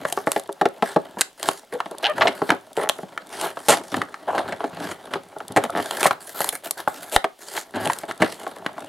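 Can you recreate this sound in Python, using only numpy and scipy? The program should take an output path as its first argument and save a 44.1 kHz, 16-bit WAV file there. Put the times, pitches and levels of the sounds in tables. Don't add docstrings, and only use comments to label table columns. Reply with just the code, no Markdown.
import sys
import numpy as np
from scipy import signal
from scipy.fft import rfft, irfft
from scipy.io import wavfile

SR = 44100
rng = np.random.default_rng(int(sys.argv[2]) if len(sys.argv) > 2 else 0)


def log_audio(samples):
    frames = np.atleast_2d(samples).T
    limited = np.clip(frames, -1, 1)
    pcm = np.round(limited * 32767).astype(np.int16)
    wavfile.write(sys.argv[1], SR, pcm)


N = 391608
SECONDS = np.arange(N) / SR
BLOW = SECONDS[:6000]

# (frequency [Hz], level [dB])
STILL_AIR_COLOUR = [(30, 2.5), (100, -20), (400, -23), (3000, -2.5), (16000, -13)]
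STILL_AIR_DB = -60.5
# (frequency [Hz], left over right [dB], left phase lead [rad])
PORT_DIFFERENCES = [(100, .5, 0), (300, 1.2, 0), (1000, .4, -.07), (2700, 0, -.13), (7000, .2, -.07),
                    (9000, -.8, -.33), (10300, -3.4, 0), (12300, 1.5, .65), (13800, 2.1, .1)]
ROOM_T60_S, WALL_CUT_HZ = 0.21, 5000
ROOM_DB = -13.5
CUTOFF_HZ = 16200

# (time [s], peak level [dB])
AIR_PUFFS = [(1.491, -52), (3.69, -46), (6.057, -43), (6.491, -51), (6.876, -46), (7.162, -19),
             (8.222, -47)]
# (time [s], drive level [dB])
HANDLING_LEVEL = [(0, -40.5), (.55, -49.5), (1.15, -45.5), (1.33, -56.5), (1.68, -54.5), (1.9, -45.5),
                  (2.45, -39.5), (2.68, -53), (3.05, -46), (4.2, -45.5), (4.85, -42.5), (5.25, -47),
                  (5.7, -43.5), (6.2, -51.5), (7.2, -51), (7.36, -62), (7.7, -49.5), (8.05, -45.5),
                  (8.88, -41)]
HANDLING_THUD_DB, HANDLING_SHELL_DB, HANDLING_HISS_DB = -8.5, -7, -16.5
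# (time [s], gain [dB])
TOP_OCTAVE_GAIN = [(0, 0.5), (2, -2.5), (2.7, 0.5), (4, -5.5), (4.9, -4.5), (5.7, -2), (6.5, 6.5),
                   (7.5, 0.5), (8.88, -5)]

# (frequency [Hz], gain [dB], t60 [s])
CARD_RESONANCES = [(135, -25.5, 0.03), (186, -10, 0.053), (248, -9.5, 0.07), (327.4, 1, 0.06),
                   (406.5, 3, 0.08), (472, 2.5, 0.064), (558, -9, 0.16), (625, 7.5, 0.038), (670, 5, 0.074),
                   (743.4, 4.5, 0.069), (847, 11, 0.032), (996, 6, 0.023), (1120, 6.5, 0.024),
                   (1332, 10, 0.013)]
# (frequency [Hz], gain [dB], t60 [s])
PACK_RESONANCES = [(303, -9, .1), (395, -13, .2), (550, -5, .35), (689, -11, .25), (1650, -9, .02),
                   (3215, -14, .05), (4122, -7, .02), (7161, -11, .04)]
# (frequency [Hz], gain [dB])
CRACK_COLOUR = [(3000, 19), (4500, 9), (5600, -0.5), (7400, 8), (10200, 8), (12500, 1.5), (14000, -5.5),
                (16000, -37)]
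# (frequency [Hz], gain [dB])
FRICTION_COLOUR = [(29, -77), (50, -36), (103, -29), (371, 4.5), (408, -0.5), (483, 2.5), (661, 7.5),
                   (1330, -8.5), (1820, -11.5), (2440, -15), (3100, -14), (5670, -26.5), (9640, -23),
                   (12300, -26), (16000, -40.5)]
# (low [Hz], high [Hz])
THUD_HZ, FLEX_HZ, SHELL_HZ, CRACK_HZ = (76, 290.6), (320, 1302), (1304, 4560), (4310, 18300)

# (time [s], length [s], start [Hz], end [Hz], level [dB], fall per harmonic [dB], pitch roughness [0-1])
SKIN_SQUEAKS = [(1.724, 0.06, 452, 480, -25.5, 34, 0.07), (2.029, 0.062, 725, 866, -21, 4, 0.07),
                (2.083, 0.043, 557, 625, -20.5, 5, 0.07), (4.276, 0.035, 741, 900, -21, 12, 0.19),
                (4.345, 0.021, 700, 840, -21.5, 17, 0.1)]
# (time [s], length [s], slip rate [1/s], card level [dB], shell level [dB], shell pitch [Hz])
FOLD_CREAKS = [(2.043, 0.03, 117, -41, -13.5, 2900), (2.8, 0.075, 80, -21, -32.5, 1850),
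               (4.332, .08, 68, -18, -43, 1950), (4.805, .12, 45, -38, -39, 2400),
               (5.751, 0.05, 100, -15, -25, 1780), (7.739, 0.16, 190, -21, -25.5, 1670)]

# (time [s], length [s], hiss drive [dB], growth over the stroke [dB], body relative to hiss [dB])
CARD_PEELS = [(0.062, .15, -45, 0, -3), (0.257, 0.13, -44, 7, -2), (0.836, 0.087, -43, 2, 5.5),
              (1.184, 0.028, -38, -16, 1), (1.374, .11, -40.5, 24, 0.5), (1.493, 0.091, -43.5, 2, -3),
              (2.346, 0.14, -45.5, 3, 2.5), (2.75, 0.074, -48, 8, 1), (2.904, 0.12, -53.5, 10, -2),
              (3.298, .16, -37, 16, 3), (3.473, 0.24, -50, 33, -5), (3.72, 0.038, -24, -12.5, 1),
              (3.79, 0.18, -47, 15, -5), (4.793, 0.13, -43.5, 10, 3), (5.768, 0.31, -38, 7, 3),
              (6.198, 0.13, -45.5, 5, -2.5), (6.343, .14, -35.5, 1.5, -0.5),
              (6.523, 0.025, -37.5, 2.5, 1.5), (6.634, 0.039, -40, -2, 1), (6.769, 0.031, -40.5, 5, 5),
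              (6.871, 0.3, -46, 0, 1.5), (7.387, .14, -43, 11, -3), (7.532, 0.063, -33, 2, -4),
              (7.796, 0.22, -40.5, -6.5, 1), (8.268, 0.23, -47, -8, 1.5)]
PEEL_THUD_DB, PEEL_FLEX_DB = -14, 0
PEEL_ATTACK_S, PEEL_RELEASE_S = 0.0052, 0.019
# (time [s], length [s], thud drive [dB], card drive [dB], shell drive [dB])
FINGER_RUBS = [(1.722, 0.035, -44.5, -35.5, -42.5), (1.91, 0.014, -58, -29, -48),
               (2.021, 0.045, -65.5, -27.5, -31), (2.15, 0.057, -36, -33, -38),
               (2.192, .1, -33.5, -24.5, -33), (2.296, 0.031, -50, -37, -41), (2.483, .06, -46, -28.5, -45),
               (2.776, 0.063, -43, -27, -34.5), (3.423, 0.054, -55, -25.5, -31.5),
               (3.736, 0.083, -46, -36, -47), (3.917, .11, -32.5, -32.5, -39), (4.274, 0.14, -42, -25, -36),
               (4.442, 0.1, -37.5, -35, -40.5), (4.59, 0.062, -56, -37, -40.5),
               (4.726, 0.2, -37.5, -34, -40.5), (5.104, 0.063, -42, -32.5, -38.5),
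               (5.498, 0.02, -30.5, -40, -48), (5.569, 0.094, -39, -29, -37.5),
               (5.717, 0.11, -35, -38, -39), (6.09, 0.067, -66, -42, -45), (7.546, 0.018, -56, -28, -28.5),
               (7.741, 0.153, -31, -33.5, -38.5), (8.08, 0.026, -37, -30.5, -33.5),
               (8.199, 0.056, -30, -21.5, -29.5), (8.664, 0.032, -62, -40, -58)]
RUB_HISS_DB = -10.5
RUB_ATTACK_S, RUB_RELEASE_S = 0.0068, 0.018
SWAY_HZ, SWAY_SHARPNESS, SWAY_DB = 99.5, 4.5, -15.5
CRACKLES_PER_S, CRACKLE_SPREAD_DB, CRACKLE_SHARE = 490, 4.5, 0.4

# (time [s], card level [dB], card tilt [dB/octave], shell level [dB])
CARD_POPS = [(0.051, -19.5, 3.5, -26.5), (0.1751, -18.5, 2.5, -34.5), (0.2713, -14.5, 1.5, -27.5),
             (0.362, -16, -4, -25.5), (0.4915, -23.5, -4, -46), (0.6124, -11.5, -4, -23),
             (0.655, -11.5, -3, -23), (0.824, -12, -1.5, -23.5), (0.9612, -9.5, -4.5, -30),
             (1.1711, -28, -6.5, -71), (1.8031, -19.5, 12, -27.5), (1.859, -29, -3, -39),
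             (2.1804, -23.5, 10, -29), (2.2541, -13, -1.5, -40), (2.4186, -15.5, -3, -50),
             (2.4919, -20, -4, -24.5), (2.5039, -13, 30, -15.5), (2.519, -17.5, -6.5, -30),
             (2.7752, -17, -4, -45), (2.9884, -29.5, -3, -52), (3.0304, -29, -8.5, -47),
             (3.1765, -26.5, 26, -31), (3.5709, -26.5, 4, -37.5), (3.942, -20.5, 1, -24.5),
             (4.0169, -24.5, 34, -24.5), (4.142, -30, 25, -34), (4.3801, -22, -3, -24),
             (4.5235, -25.5, -1, -29.5), (4.6056, -24.5, 1, -39), (4.641, -18.5, -4.5, -33.5),
             (5.1365, -24, 7, -24), (5.1563, -22.5, -0.5, -40), (5.363, -29.5, 0.5, -54),
             (5.4034, -29.5, 1, -40), (5.6964, -24.5, 5, -53), (6.0558, -9.5, 2.5, -28),
             (6.1092, -15.5, 6.5, -22.5), (6.8761, -14, 8, -60), (7.2426, -15, 0.5, -23),
             (7.5751, -27.5, 6, -26), (7.8643, -19.5, -7.5, -51), (7.8989, -16, 9, -26),
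             (8.0343, -27, -3, -39), (8.1112, -28.5, 28, -28.5), (8.221, -13.5, -4.5, -15.5),
             (8.231, -15, -6, -46), (8.4661, -23.5, 1, -35.5), (8.6629, -23, 21, -23.5),
             (8.7808, -28.5, 7.5, -59)]
POP_PITCH_HZ, POP_CRACK_DB = 1764, -16.5
POP_RING_S, POP_RING_PER_TILT = 0.036, 0.024
# (time [s], card level [dB], shell level [dB], shell pitch [Hz], crack level [dB])
CREASE_SNAPS = [(0.125, -25, -28, 2850, -24), (0.3178, -27.5, -27.5, 2700, -21),
                (0.397, -35, -49, 2100, -35), (1.2099, -27.5, -15, 4000, -14.5),
                (1.2156, -32, -21.5, 2030, -20.5), (1.429, -30, -25.5, 3700, -27.5),
                (1.4877, -14.5, -21.5, 2760, -24), (2.768, -45, -33, 2820, -39),
                (2.89, -30, -22.5, 3260, -22.5), (2.8958, -18.5, -16.5, 3060, -24.5),
                (3.4128, -30, -31, 2800, -28), (5.6387, -21.5, -30, 2760, -30),
                (5.9098, -26, -27, 3020, -31.5), (6.03, -20.5, -19.5, 2550, -24),
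                (6.4055, -19.5, -40, 2100, -28.5), (6.4443, -26.5, -42, 2140, -27),
                (6.4903, -35, -23.5, 3040, -22), (6.7093, -32.5, -29, 3200, -22.5),
                (7.1625, -10, -13.5, 2600, -23), (7.856, -44, -28.5, 2600, -31.5),
                (7.874, -40, -25.5, 2840, -31.5), (7.9328, -47, -33.5, 2550, -30.5),
                (7.987, -48, -44, 2700, -33)]
SNAP_TILT_DB, SNAP_RING_S = 5.5, 0.016
POP_CLICK, SNAP_CLICK = 2.56, 5
# (time [s], length [s], card level [dB],
# card tilt [dB/octave], shell level [dB], shell pitch [Hz], crack level [dB])
GLUE_RIPS = [(2.21, 0.017, -12, 13, -13.5, 2090, -59), (2.272, 0.005, -18, -1, -15.5, 2170, -51),
             (3.685, 0.023, -7, 5, -14.5, 2820, -10.5), (3.714, 0.029, -14.0, 3, -18.5, 2200, -22),
             (5.563, 0.011, -8.5, 2, -18, 1950, -26), (6.039, 0.0096, -19.5, 9, -21, 2280.0, -22.5),
             (6.063, 0.0074, -21, 31, -20.5, 1930, -21), (7.123, 0.041, -21.5, -1, -25.5, 2780, -24)]


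def from_db(db):
    return 10 ** (np.asarray(db) / 20)


def rms_one(x):
    return x / np.sqrt(np.mean(x ** 2) + 1e-20)


def at_level(x, db):
    return from_db(db) * x * np.sqrt(SR / 100 / (np.sum(x ** 2) + 1e-20))


def decay(t, t60_s):
    return np.exp(-np.log(1000) * t / t60_s)


def add(track, s, sound):
    start = max(round(s * SR), 0)
    track[start:start + len(sound)] += sound[:N - start]


def over_time(points):
    return np.interp(SECONDS, *np.transpose(points))


def at_hz(points, hz, column=1):
    table = np.array(points)
    return np.interp(np.log(hz), np.log(table[:, 0]), table[:, column])


def butterworth(x, order, hz, kind="band"):
    return signal.sosfilt(signal.butter(order, hz, kind, fs=SR, output="sos"), x)


def resonate(x, hz, sharpness):
    return signal.lfilter(*signal.iirpeak(hz, sharpness, fs=SR), x)


def response(colour, band_hz, order=5, size=2048):
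    hz = np.abs(np.fft.fftfreq(size, 1 / SR)) + 1
    low_skirt = 1 + (band_hz[0] / hz) ** (2 * order)
    high_skirt = 1 + (hz / band_hz[1]) ** (2 * order)
    log_gain = np.log(from_db(at_hz(colour, hz)) / np.sqrt(low_skirt * high_skirt) + 1e-5)
    return np.fft.ifft(np.exp(np.conj(signal.hilbert(log_gain)))).real[:size // 2]


def through(x, impulse):
    return signal.fftconvolve(x, impulse)[:len(x)]


def drift(rate):
    knots = rng.standard_normal(N // 20)
    return rms_one(np.interp(SECONDS * rate, np.arange(len(knots)), knots))


def grains(per_s, spread_db, size):
    heights = from_db(spread_db * np.minimum(rng.exponential(1, size), 4))
    signed = heights * rng.choice([-1, 1], size)
    return rms_one(signed * (rng.random(size) < per_s / SR))


def still_air():
    hiss = through(rng.standard_normal(N), response(STILL_AIR_COLOUR, (20, 16000)))
    return from_db(STILL_AIR_DB) * rms_one(hiss)


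def room(x, gap_s=0.0044, apart=0.85):
    t = SECONDS[:SR // 2]
    dull = np.exp(-2 * np.pi * WALL_CUT_HZ / SR)
    echoes = rng.standard_normal((2, len(t))) * (t > gap_s) * decay(t, ROOM_T60_S)
    tails = signal.lfilter([1], [1, -dull], echoes)
    mid, side = [through(x, tail / np.sqrt(np.sum(tail ** 2))) for tail in tails]
    return from_db(ROOM_DB) * np.array([mid + apart * side, mid - apart * side]) / 2


def puffs(push_s=0.0033):
    out = np.zeros(N)
    u = BLOW / push_s
    push = u * (1 - u / 2) * np.exp(-u)
    for s, db in AIR_PUFFS:
        add(out, s, from_db(db) * push / push.max())
    return out


def handling():
    return over_time(HANDLING_LEVEL)


def ticks(per_s=34, level_db=-56, ring_s=0.011, follows_handling=0.95):
    ring = rng.standard_normal(len(BLOW)) * decay(BLOW, ring_s)
    force = grains(per_s, 7.0, N) * from_db(follows_handling * handling())
    sound = through(force, through(ring, response(CRACK_COLOUR, (4500, 15000))))
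    return from_db(level_db) * rms_one(sound)


def wander(x, moves_per_s=45, lowest_hz=8700):
    treble = butterworth(x, 4, lowest_hz, "high")
    return from_db(-8) * treble * drift(moves_per_s) * np.array([[1], [-1]])


def brighten(x, from_hz=10500):
    top = signal.sosfiltfilt(signal.butter(3, from_hz, "high", fs=SR, output="sos"), x)
    return x + (from_db(over_time(TOP_OCTAVE_GAIN)) - 1) * top


def ringing_on(x, dip_hz=2520, dip_width_hz=500, dip_share=0.39):
    dip = dip_share * resonate(x, dip_hz, dip_hz / dip_width_hz)
    modes = sum(from_db(db) * resonate(x, hz, np.pi * hz * t60 / np.log(1000))
                for hz, db, t60 in PACK_RESONANCES)
    return modes - dip


def squeaks():
    out, waver = np.zeros(N), drift(600)
    for s, length, start_hz, end_hz, db, fall_db, roughness in SKIN_SQUEAKS:
        along = np.linspace(0, 1, round(length * SR))
        glide_hz = start_hz + (end_hz - start_hz) * along
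        hz = glide_hz * (1 + roughness * waver[round(s * SR):][:len(along)])
        phase = 2 * np.pi * np.cumsum(hz) / SR
        tone = sum(from_db(-fall_db * k) * np.sin((k + 1) * phase) for k in range(5))
        add(out, s, from_db(db) * rms_one(tone) * np.sin(np.pi * along))
    return out


def creaks(jitter=0.12):
    out = np.zeros(N)
    for s, length, per_s, card_level, shell_level, pitch_hz in FOLD_CREAKS:
        turns = np.cumsum(per_s * (1 + jitter * drift(203)[:len(BLOW)])) / SR
        force = np.diff(np.floor(turns), prepend=-1) * (BLOW < length)
        add(out, s, at_level(card(force, 0, 1), card_level))
        add(out, s, at_level(shell(force, pitch_hz, sharpness=6.6), shell_level))
    return out


def stroke(length, attack_s, release_s, growth_db=0):
    t = SECONDS[:SR]
    hold = from_db(growth_db * (np.minimum(t / length, 1) - .5))
    return np.minimum(t / attack_s, 1) * hold * np.exp(-np.maximum(t - length, 0) / release_s)


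def effort():
    handling_parts_db = (HANDLING_THUD_DB, 0, HANDLING_SHELL_DB, HANDLING_HISS_DB)
    powers = [from_db(handling() + db) ** 2 for db in handling_parts_db]
    for s, length, hiss_db, growth_db, body_db in CARD_PEELS:
        shape = stroke(length, PEEL_ATTACK_S, PEEL_RELEASE_S, growth_db)
        relative_db = (body_db + PEEL_THUD_DB, body_db + PEEL_FLEX_DB, body_db, 0)
        for power, db in zip(powers, relative_db):
            add(power, s, (from_db(hiss_db + db) * shape) ** 2)
    for s, length, thud_db, card_db, shell_db in FINGER_RUBS:
        shape = stroke(length, RUB_ATTACK_S, RUB_RELEASE_S)
        for power, db in zip(powers, (thud_db, card_db, shell_db, shell_db + RUB_HISS_DB)):
            add(power, s, (from_db(db) * shape) ** 2)
    return np.sqrt(powers)


def bending(x, band_hz, depth_db, changes_per_s=22, count=8):
    edges = np.geomspace(*band_hz, count + 1)
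    slices = [butterworth(x[k % 2], 2, pair) for k, pair in enumerate(zip(edges, edges[1:]))]
    gains = from_db(depth_db * np.array([drift(changes_per_s) for _ in slices]))
    return np.sum(slices * gains, axis=0) / np.sqrt(np.mean(gains ** 2, axis=0))


def knocks(drive, per_s, tilt_db, level_db, spread_db=3.0):
    return from_db(level_db) * drive * rms_one(card(grains(per_s, spread_db, N), tilt_db, 1))


def pulling(slips_per_s=330, slip_spread_db=5.5, slip_s=0.0028, flutter_db=1.35):
    slips = rms_one(through(np.abs(grains(slips_per_s, slip_spread_db, N)), np.exp(-BLOW / slip_s)))
    smooth_share = 0.6
    friction = np.hypot(slips, smooth_share) * from_db(flutter_db * drift(70))
    drives = effort()
    crackle = CRACKLE_SHARE * grains(CRACKLES_PER_S, CRACKLE_SPREAD_DB, N)
    sway_band_hz = SWAY_HZ * np.exp(np.array([-.5, .5]) / SWAY_SHARPNESS)
    sway = butterworth(rng.standard_normal(N), 2, sway_band_hz)
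    out = from_db(SWAY_DB) * drives[0] * rms_one(sway)
    out = out + knocks(drives[0], per_s=70, tilt_db=-21, level_db=-6.5)
    out = out + knocks(drives[1], per_s=110, tilt_db=0, level_db=-4.5)
    bands = (THUD_HZ, FLEX_HZ, SHELL_HZ, CRACK_HZ)
    rub_levels_db, shifts_db = (-2.5, -2.5, -0.95, -0.44), (4.3, 1.7, 3.0, 3.1)
    for band_hz, drive, rub_db, shifting_db in zip(bands, drives, rub_levels_db, shifts_db):
        force = friction * rng.standard_normal((2, N))
        fibres = butterworth(crackle, 2, band_hz)
        rubbing = bending(force, band_hz, shifting_db) + fibres
        sound = through(rubbing, response(FRICTION_COLOUR, (40, 17000)))
        out = out + from_db(rub_db) * drive * rms_one(sound)
    return out


def card(force, tilt_db, damping, scatter_db=1.0):
    hz, db, t60 = np.transpose(CARD_RESONANCES)[:, :, None]
    mode_db = db + tilt_db * np.log2(hz / hz.mean()) + scatter_db * rng.standard_normal(hz.shape)
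    gain = from_db(mode_db) * rng.choice([-1, 1], hz.shape)
    modes = gain * np.sin(2 * np.pi * hz * BLOW) * decay(BLOW, t60 / damping)
    return butterworth(through(force, np.sum(modes, axis=0)), 5, 125, "high")


def shell(force, pitch_hz, sharpness=2.64, low_hz=1200, high_hz=5200):
    return butterworth(resonate(force, pitch_hz, sharpness), 3, [low_hz, high_hz])


def buckles(after_share=0.26, free_ring_s=0.035, rip_fall_s=0.0069, rip_click=8.8):
    out, crease = np.zeros(N), response(CRACK_COLOUR, CRACK_HZ)

    def plastic(force, shell_level, pitch_hz, crack_level):
        crack = at_level(through(force, crease), crack_level)
        return at_level(shell(force, pitch_hz), shell_level) + crack

    def flip(card_level, tilt_db, shell_level, pitch_hz, crack_level, ring_s, first_click):
        click = first_click * (BLOW == 0)
        settling = grains(8300, 1.0, len(BLOW)) * decay(BLOW, ring_s)
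        damping = np.clip(np.sqrt(free_ring_s / ring_s), .8, 2)
        body = at_level(card(click + after_share * settling, tilt_db, damping), card_level)
        return body + plastic(click + settling, shell_level, pitch_hz, crack_level)

    for s, card_level, tilt_db, shell_level in CARD_POPS:
        ring_s = POP_RING_S * np.exp(-POP_RING_PER_TILT * tilt_db)
        crack_level = shell_level + POP_CRACK_DB
        add(out, s, flip(card_level, tilt_db, shell_level, POP_PITCH_HZ, crack_level, ring_s, POP_CLICK))
    for s, card_level, shell_level, pitch_hz, crack_level in CREASE_SNAPS:
        add(out, s, flip(card_level, SNAP_TILT_DB, shell_level, pitch_hz, crack_level,
                         SNAP_RING_S, SNAP_CLICK))
    for s, length, card_level, tilt_db, shell_level, pitch_hz, crack_level in GLUE_RIPS:
        fall = np.exp(-np.maximum(BLOW - length, 0) / rip_fall_s)
        force = rip_click * (BLOW == 0) + grains(5000, 2.4, len(BLOW)) * fall
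        add(out, s, at_level(card(force, tilt_db, 1), card_level))
        add(out, s, plastic(force, shell_level, pitch_hz, crack_level))
    return out


def scene():
    pack = brighten(buckles() + pulling() + squeaks() + creaks() + ticks())
    pack = pack + ringing_on(pack)
    return pack + wander(pack) + room(pack) + puffs() + still_air()


def record(dry):
    hz = np.fft.rfftfreq(N, 1 / SR) + 1
    half_phase = 0.5 * at_hz(PORT_DIFFERENCES, hz, column=2)
    half = from_db(at_hz(PORT_DIFFERENCES, hz) / 2) * np.exp(1j * half_phase)
    heard = irfft(rfft(dry) * np.array([half, 1 / half]), N)
    top_cut = signal.ellip(10, .1, 70, CUTOFF_HZ, fs=SR, output="sos")
    return signal.sosfilt(top_cut, np.clip(heard, -1, 1))


dry = scene()
out = record(dry)
log_audio(out)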